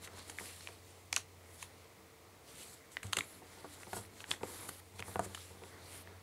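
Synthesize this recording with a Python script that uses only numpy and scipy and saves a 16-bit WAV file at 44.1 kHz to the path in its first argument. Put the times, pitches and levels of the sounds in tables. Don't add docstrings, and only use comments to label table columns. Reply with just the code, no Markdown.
import sys
import numpy as np
from scipy import signal
from scipy.fft import rfft, irfft
from scipy.io import wavfile
from scipy.ndimage import uniform_filter1d

SR = 44100
rng = np.random.default_rng(int(sys.argv[2]) if len(sys.argv) > 2 else 0)


def attenuation_scalar(level_db):
    decades = np.asarray(level_db, float) / 20
    return 10 ** decades


def output_pcm(signal):
    pcm = np.clip(np.atleast_2d(signal).T, -1, 1) * 32767
    wavfile.write(sys.argv[1], SR, np.round(pcm).astype(np.int16))


N = 274302

# frequency in Hz, level in dB.
ROOM_COLOUR = [(15, -45), (25, -24.5), (80, -1.5), (141, -7), (242, -13.5), (317, -5), (394, -10.5),
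               (439, -7), (591, -11), (1330, -16), (1440, -32), (2000, -14), (2840, -20.5), (10100, -25),
               (16000, -27.5)]
# time in seconds, level in dB.
HUM_LEVEL = [(0.0, -60), (1.11, -65.5), (1.45, -63), (2.04, -68.5), (2.2, -74), (2.82, -76), (3.12, -67),
             (3.74, -69.5), (4.02, -63.5), (4.26, -61), (5.06, -62), (5.47, -59.5), (5.89, -59.5),
             (6.22, -61)]

# frequency in Hz, level in dB.
HISS_COLOUR = [(4500, -16), (6000, -10), (7400, -2.5), (8700, -3.5), (10300, -6), (11500, -11.5),
               (14000, -18), (17000, -40)]
SHEEN_COLOUR = [(7000, -53), (9000, -2), (10400, 3.5), (11800, -3), (13000, -3.5), (15000, -17.5),
                (17000, -15)]
RASP_COLOUR = [(1200, -17), (2100, -6), (2800, -5), (3700, -3), (4350, -2), (4900, -6.5), (6200, -9),
               (8000, -25)]
DRAG_COLOUR = [(120, -5.5), (300, -2.5), (700, -6.5), (1300, -8), (2200, -11), (3500, -46)]
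# time in seconds, level in dB.
LEAN_LEVEL = [(0, -61), (1, -71.5), (1.5, -65), (2.4, -66.5), (3.3, -64.5), (3.8, -61.5), (4.3, -64.5),
              (4.65, -56), (4.85, -71.5), (5.15, -57), (5.45, -67), (5.75, -58.5), (6.22, -64)]
# fastest moment in seconds, build-up in seconds, fading in seconds,
# hiss in dB, pressure in dB.
GLIDES = [(.045, 0.047, 0.042, -50, -1.5), (.456, 0.2, 0.36, -52, -2.5), (.66, 0.33, 0.23, -61, 1),
          (1.55, 0.19, 0.23, -59.5, -8), (1.626, 0.086, 0.078, -53.5, -3.5), (1.82, 0.44, 0.15, -74.5, 6.5),
          (2.49, 0.064, 0.27, -59.5, -1), (2.61, 0.14, 0.23, -52.5, -4.5), (2.742, 0.24, 0.038, -56, -11),
          (2.78, .1, 0.055, -66, -1), (2.928, .03, 0.09, -56.5, -9), (3.539, 0.28, 0.65, -63, 0),
          (3.734, 0.11, 0.16, -56, -4), (3.965, 0.076, 0.089, -45.5, -11), (4.19, 0.17, 0.072, -66, -3),
          (4.692, 0.017, 0.014, -40.5, -15), (4.78, 0.16, 0.02, -77, -9), (4.996, 0.021, 0.013, -53, 4),
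          (4.96, .025, 0.092, -61.5, -6), (5.415, 0.56, 0.33, -57, -2.5), (5.655, 0.12, 0.25, -61.5, -2.5),
          (5.86, 0.23, 0.39, -63.5, 3.5)]
# fastest moment in seconds, build-up in seconds, fading in seconds,
# hiss in dB, pressure in dB.
SCRAPES = [(.187, 0.12, 0.15, -60, 4.5), (.297, 0.099, 0.1, -57.5, 0), (.397, 0.051, 0.19, -56, -12),
           (.888, 0.13, 0.39, -67.5, 0.8), (1.135, 0.021, 0.083, -57.5, 3), (1.18, 0.046, 0.069, -56, 5),
           (3.038, 0.023, 0.18, -59, -0.5), (3.178, 0.075, 0.12, -52.5, -18),
           (3.821, 0.078, 0.047, -59.5, -3.5), (4.213, 0.12, 0.056, -59.5, -3),
           (4.318, 0.077, 0.07, -49.5, -2), (4.44, .045, 0.61, -58, -10), (5.246, 0.054, 0.043, -51, -5.5)]
# lift in seconds, build-up in seconds,
# time from fastest moment to lift in seconds, hiss in dB, pressure in dB.
SKIMS = [
    (3.4, .1, 0.084, -60, -5.5),
    (4.064, 0.097, 0.11, -58.5, -1),
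    (4.801, 0.069, 0.28, -54.5, -4),
    (5.17, 0.032, 0.093, -54, -8.5),
    (6.028, 0.09, 0.068, -54.5, -3.5),
]

# frequency in Hz, level in dB.
CRISP_COLOUR = [(3300, -16.5), (4400, -0.5), (5300, -15.5), (6400, 1.5), (7500, -2), (10300, -3.5),
                (12000, -12), (16000, -30)]
# start in seconds, flap in dB, ring of the flap in Hz,
# crisp part in dB, broad part in dB.
CRACKS = [(0.0468, -59, 4000, -31, -52), (0.0741, -42, 2060, -41, -42.5), (0.2969, -39, 3120, -26.5, -40.5),
          (1.1266, -19, 6300, -15, -41), (1.1402, -25, 6100, -30, -56), (1.1624, -10, 6300, -9.5, -42),
          (1.1666, -32, 2600, -38, -30), (1.1758, -25, 6100, -30, -48), (1.6261, -36.5, 2410, -26, -40),
          (2.9175, -49, 3800, -39, -56), (3.03, -38, 2200, -30, -42), (3.0672, -46, 2930, -33, -60),
          (3.126, -35, 2220, -25, -47), (3.1308, -14, 3100, -14, -25.5), (3.1675, -15.5, 2900, -26, -48),
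          (3.1692, -18, 2120, -12.5, -43), (3.1802, -46, 2890, -44, -58),
          (3.186, -18.5, 3480, -16.5, -27.5), (3.9309, -49, 1550, -28.5, -37.5),
          (4.3083, -54, 2410, -16.5, -52), (4.689, -38.5, 1490, -38.5, -40), (5.002, -37, 2840, -31, -44),
          (5.1926, -50, 2250, -23.5, -40), (5.3468, -30, 2990, -26, -36)]
# start in seconds, flap in dB, ring of the flap in Hz, broad part in dB.
POPS = [(0.385, -23, 2130, -55), (0.3976, -32, 2070, -50), (0.607, -41, 4300, -52),
        (0.6723, -31, 2480, -36), (0.6866, -63, 1950, -44), (1.1275, -14.5, 4600, -45),
        (1.128, -27, 2240, -27.5), (1.163, -15.5, 2720, -54), (2.9683, -25.5, 2020, -30),
        (3.207, -19.5, 2280, -41), (3.7997, -54, 2050, -58), (3.832, -38.5, 2030, -45),
        (4.0501, -43, 2180, -62), (4.204, -36, 2520, -43), (4.2406, -36.5, 1720, -40),
        (4.313, -14, 3040, -24.5), (4.337, -35, 1950, -49), (4.409, -44, 1590, -53),
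        (4.4319, -28, 990, -35.5), (4.8, -54, 3860, -57), (4.9934, -53, 2290, -36.5),
        (5.024, -31.5, 2180, -34), (5.1568, -48, 2050, -39.5), (5.374, -36, 1430, -59),
        (5.6357, -47, 2270, -45.5), (6.073, -43.5, 1880, -48.5)]

# start in seconds, hard edge in dB, deep thud in dB, body in dB.
KNOCKS = [(0.075, -57, -62, -50), (0.136, -59, -55, -47), (0.408, -43, -58, -44.5), (0.686, -49, -66, -52),
          (3.043, -51, -37, -48.5), (3.171, -37.5, -42, -34.5), (3.419, -49.5, -63, -49),
          (3.57, -53, -72, -55), (3.644, -37.5, -71, -39.5), (3.869, -45.5, -51, -45),
          (3.93, -30.5, -45, -39.5), (3.966, -35.5, -45.5, -39), (3.984, -45.5, -46, -52.5),
          (4.409, -44.5, -47, -46), (4.433, -29.5, -56, -28.5), (4.938, -59, -55, -58),
          (4.994, -47, -44.5, -44.5), (5.081, -39.5, -51, -42), (5.157, -26, -42, -30.5),
          (5.193, -20.5, -39.5, -30), (5.219, -45, -50, -42), (5.261, -55, -46, -38),
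          (5.296, -51, -52, -52), (5.504, -57, -57, -54), (5.619, -50, -73, -45.5), (5.635, -50, -73, -51),
          (6.072, -54, -64, -53)]
# frequency in Hz, level in dB, time to fall by 60 dB in seconds.
DEEP_TONES = [(89.5, 7, 0.64), (101, 10.5, 0.78), (76, 1, 0.53), (203, -17, 0.79)]
BODY_TONES = [(305, -8.5, 0.7), (386, 4, 0.18), (469.3, 4.5, 0.15), (523, -4, 0.2), (247, -15, 0.42)]
EDGE_TONES = [(694, 9, 0.17), (747, 6.5, 0.19), (907, 15.5, 0.057), (1158, 1, 0.22), (1426, -2, 0.32)]
BELLY_TONES = [(195, -2.5, 0.38), (211.4, -6.5, 0.195)]

JOLT_SAMPLES = 44


def evened(x):
    return x / np.sqrt(np.mean(x ** 2) + 1e-20)


def peaked(x):
    return x / (abs(x).max() + 1e-20)


def coloured(x, points):
    hz, db = np.transpose(points)
    bins = np.fft.rfftfreq(len(x), 1 / SR) + 1
    gain_db = np.interp(np.log(bins), np.log(hz), db)
    return irfft(rfft(x) * attenuation_scalar(gain_db), len(x))


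def band(x, lo_hz, hi_hz, order=2):
    return signal.sosfilt(signal.butter(order, [lo_hz, hi_hz], "band", fs=SR, output="sos"), x)


def drift(rate_hz):
    z = rfft(rng.standard_normal(N))
    slow = np.exp(-(np.fft.rfftfreq(N, 1 / SR) / rate_hz) ** 2)
    return evened(irfft(z * slow, N))


def level_along(table):
    s, db = np.transpose(table)
    return np.interp(np.arange(N) / SR, s, db)


def add(mix, s, sound):
    part = mix[round(s * SR):][:len(sound)]
    part += sound[:len(part)]


def room_air():
    return attenuation_scalar(-61.5) * evened(coloured(rng.standard_normal(N), ROOM_COLOUR))


def hum():
    t = np.arange(N) / SR
    turns = np.cumsum(90.1 + 1.07 * drift(rate_hz=2.95)) / SR
    low = attenuation_scalar(level_along(HUM_LEVEL) + 1.6 * drift(rate_hz=1.3)) * np.sin(2 * np.pi * turns)
    whine = attenuation_scalar(-73.5 + 1.5 * drift(rate_hz=3.0)) * np.sin(2 * np.pi * 450 * t)
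    return np.sqrt(2) * (low + whine)


def strokes(table, fade_db=-24, bend=1.07, lift_db_per_s=0, sheen_hold=1):
    t = np.arange(0, N + 64, 64) / SR
    s, rise, fall, hiss_db, press_db = np.transpose(table)[:, :, None]
    before = t < s
    away = np.where(before, (s - t) / np.maximum(rise, 0.005), (t - s) / np.maximum(fall, 0.005))
    touch_db = hiss_db + lift_db_per_s * np.maximum(t - s - fall, 0)
    loss_db = fade_db * away ** bend
    hiss = touch_db + loss_db
    sheen = touch_db + loss_db * np.where(before, 1, sheen_hold)
    rasp = hiss + press_db
    return [np.interp(np.arange(N) / SR, t, (attenuation_scalar(db) ** 2).sum(0)) for db in (hiss, sheen, rasp)]


def skims():
    table = [(lift - to_lift, rise, to_lift, *levels) for lift, rise, to_lift, *levels in SKIMS]
    return strokes(table, fade_db=-9, bend=1.63, lift_db_per_s=-2500, sheen_hold=0.47)


def patchy(x, patch_db):
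    z = signal.stft(x, nperseg=256)[2]
    field = uniform_filter1d(rng.standard_normal(z.shape), size=5, axis=0)
    field = uniform_filter1d(field, size=25, axis=1)
    return signal.istft(z * attenuation_scalar(patch_db * evened(field)), nperseg=256)[1][:N]


def slide():
    still_db = -77.5
    power = attenuation_scalar([still_db, still_db - 23, still_db + 1, -120])[:, None] ** 2 * np.ones(N)
    power[3] += attenuation_scalar(level_along(LEAN_LEVEL)) ** 2
    kinds = ((4, -9, strokes(GLIDES)), (-3, 0.5, strokes(SCRAPES)), (6, -6, skims()))
    for light_db, drag_db, (hiss, sheen, rasp) in kinds:
        power[0] += hiss * attenuation_scalar(-0.6 * light_db) ** 2
        power[1] += sheen * attenuation_scalar(2.93 * light_db - 19.5) ** 2
        power[2] += rasp
        power[3] += hiss * attenuation_scalar(drag_db) ** 2
    out = np.zeros(N)
    colours = (HISS_COLOUR, SHEEN_COLOUR, RASP_COLOUR, DRAG_COLOUR)
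    for level, colour in zip(np.sqrt(power), colours):
        size_db = 1.85 * np.minimum(rng.exponential(1, N), 4)
        slips = rng.standard_normal(N) * attenuation_scalar(size_db) * (rng.random(N) < 0.3)
        flutter = attenuation_scalar(0.93 * drift(rate_hz=59))
        out += level * flutter * evened(coloured(slips, colour))
    return patchy(out, patch_db=1.58)


def snap(flap_db, flap_hz, crisp_db, broad_db, ms):
    grit = rng.standard_normal(6000)
    t = np.arange(len(grit)) / SR
    u = t / (ms * 0.0013)
    burst = (1 - np.exp(-u / 0.085)) ** 2 * np.exp(-(u / 0.35) ** 2.18)
    cracks = grit * abs(grit) ** 0.5 * burst
    jolt = 9 * (np.arange(len(grit)) == JOLT_SAMPLES)
    rustle = 0.051 * grit[::-1] * (1 - np.exp(-u / 0.7)) * attenuation_scalar(-60 * t / 0.12)
    flap = band(cracks + jolt + 0.34 * rustle, flap_hz * 0.9, flap_hz * 1.053, order=1)
    flap = band(flap, flap_hz * 0.35, flap_hz * 1.81)
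    broad = band(cracks + jolt + 1.1 * rustle, 700, 2890)
    crisp = coloured(cracks + jolt / 2 + 3.3 * rustle, CRISP_COLOUR)
    crisp = crisp * (t > 0.0005) * np.clip((t[-1] - t) * 40 - 0.5, 0, 1)
    parts = ((flap_db - 5.5, flap), (broad_db + 4.5, broad), (crisp_db - 5, crisp))
    return sum(attenuation_scalar(db) * peaked(part) for db, part in parts)


def crack(flap_db, flap_hz, crisp_db, broad_db):
    ms = 11.9 + 0.18 * min(broad_db - crisp_db, 0)
    return snap(flap_db, flap_hz, crisp_db, broad_db, ms)


def pop(flap_db, flap_hz, broad_db):
    return snap(flap_db, flap_hz, -91, broad_db, ms=6.6)


def ring(tones, damping):
    t = np.arange(SR // 2) / SR
    waves = np.zeros(len(t))
    for hz, db, t60 in tones:
        spot_db = 2 * rng.standard_normal()
        spot_hz = hz * (1 + 0.025 * rng.standard_normal())
        waves += attenuation_scalar(db + spot_db - 60 * t * damping / t60) * np.sin(2 * np.pi * spot_hz * t)
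    cycles = t * tones[0][0]
    push = 1 - np.exp(-4 * cycles)
    return peaked(waves * push * (1 + np.exp(-cycles / 6.2)))


def knock(edge_db, deep_db, body_db):
    damping = max(0.95 + 0.13 * (body_db + 49), 0.2)
    blow = attenuation_scalar(deep_db) * ring(DEEP_TONES, damping)
    blow += attenuation_scalar(body_db) * ring(BODY_TONES, damping)
    blow += attenuation_scalar(edge_db) * ring(EDGE_TONES, damping)
    blow += attenuation_scalar((deep_db + body_db) / 2 - 4.5) * ring(BELLY_TONES, damping)
    grit = rng.standard_normal(6000)
    t = np.arange(len(grit)) / SR
    rattle = peaked(band(grit * abs(grit) * attenuation_scalar(-60 * t * damping / 0.15), 366, 1130))
    blow[:len(grit)] += attenuation_scalar(edge_db - 10.5) * rattle
    return np.pad(band(blow, 78, 9000), (JOLT_SAMPLES, 0))


def reflections(x):
    t = np.arange(SR // 3) / SR
    taps = rng.choice([-1.0, 1.0], len(t)) * (rng.random(len(t)) < 0.05)
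    taps = taps * attenuation_scalar(-60 * t / 0.18) * (t > 0.008)
    taps = band(taps, 130, 7400)
    return signal.oaconvolve(x, taps / np.linalg.norm(taps))[:N]


def scene():
    steady = room_air() + hum() + slide()
    hits = np.zeros(N)
    for table, source in ((CRACKS, crack), (POPS, pop), (KNOCKS, knock)):
        for s, *settings in table:
            add(hits, s, source(*settings))
    return (steady + hits + attenuation_scalar(-20.5) * reflections(hits))[None]


def band_limit(x):
    return signal.sosfilt(signal.butter(12, 16490, fs=SR, output="sos"), x)


def record(dry):
    thin = signal.sosfilt(signal.butter(2, 55, "high", fs=SR, output="sos"), dry)
    top_cut = signal.firwin(1023, 15760, window=("kaiser", 9), fs=SR)
    mix = signal.oaconvolve(thin, top_cut[None], "same")
    return band_limit(mix)


dry = scene()
out = record(dry)
output_pcm(out)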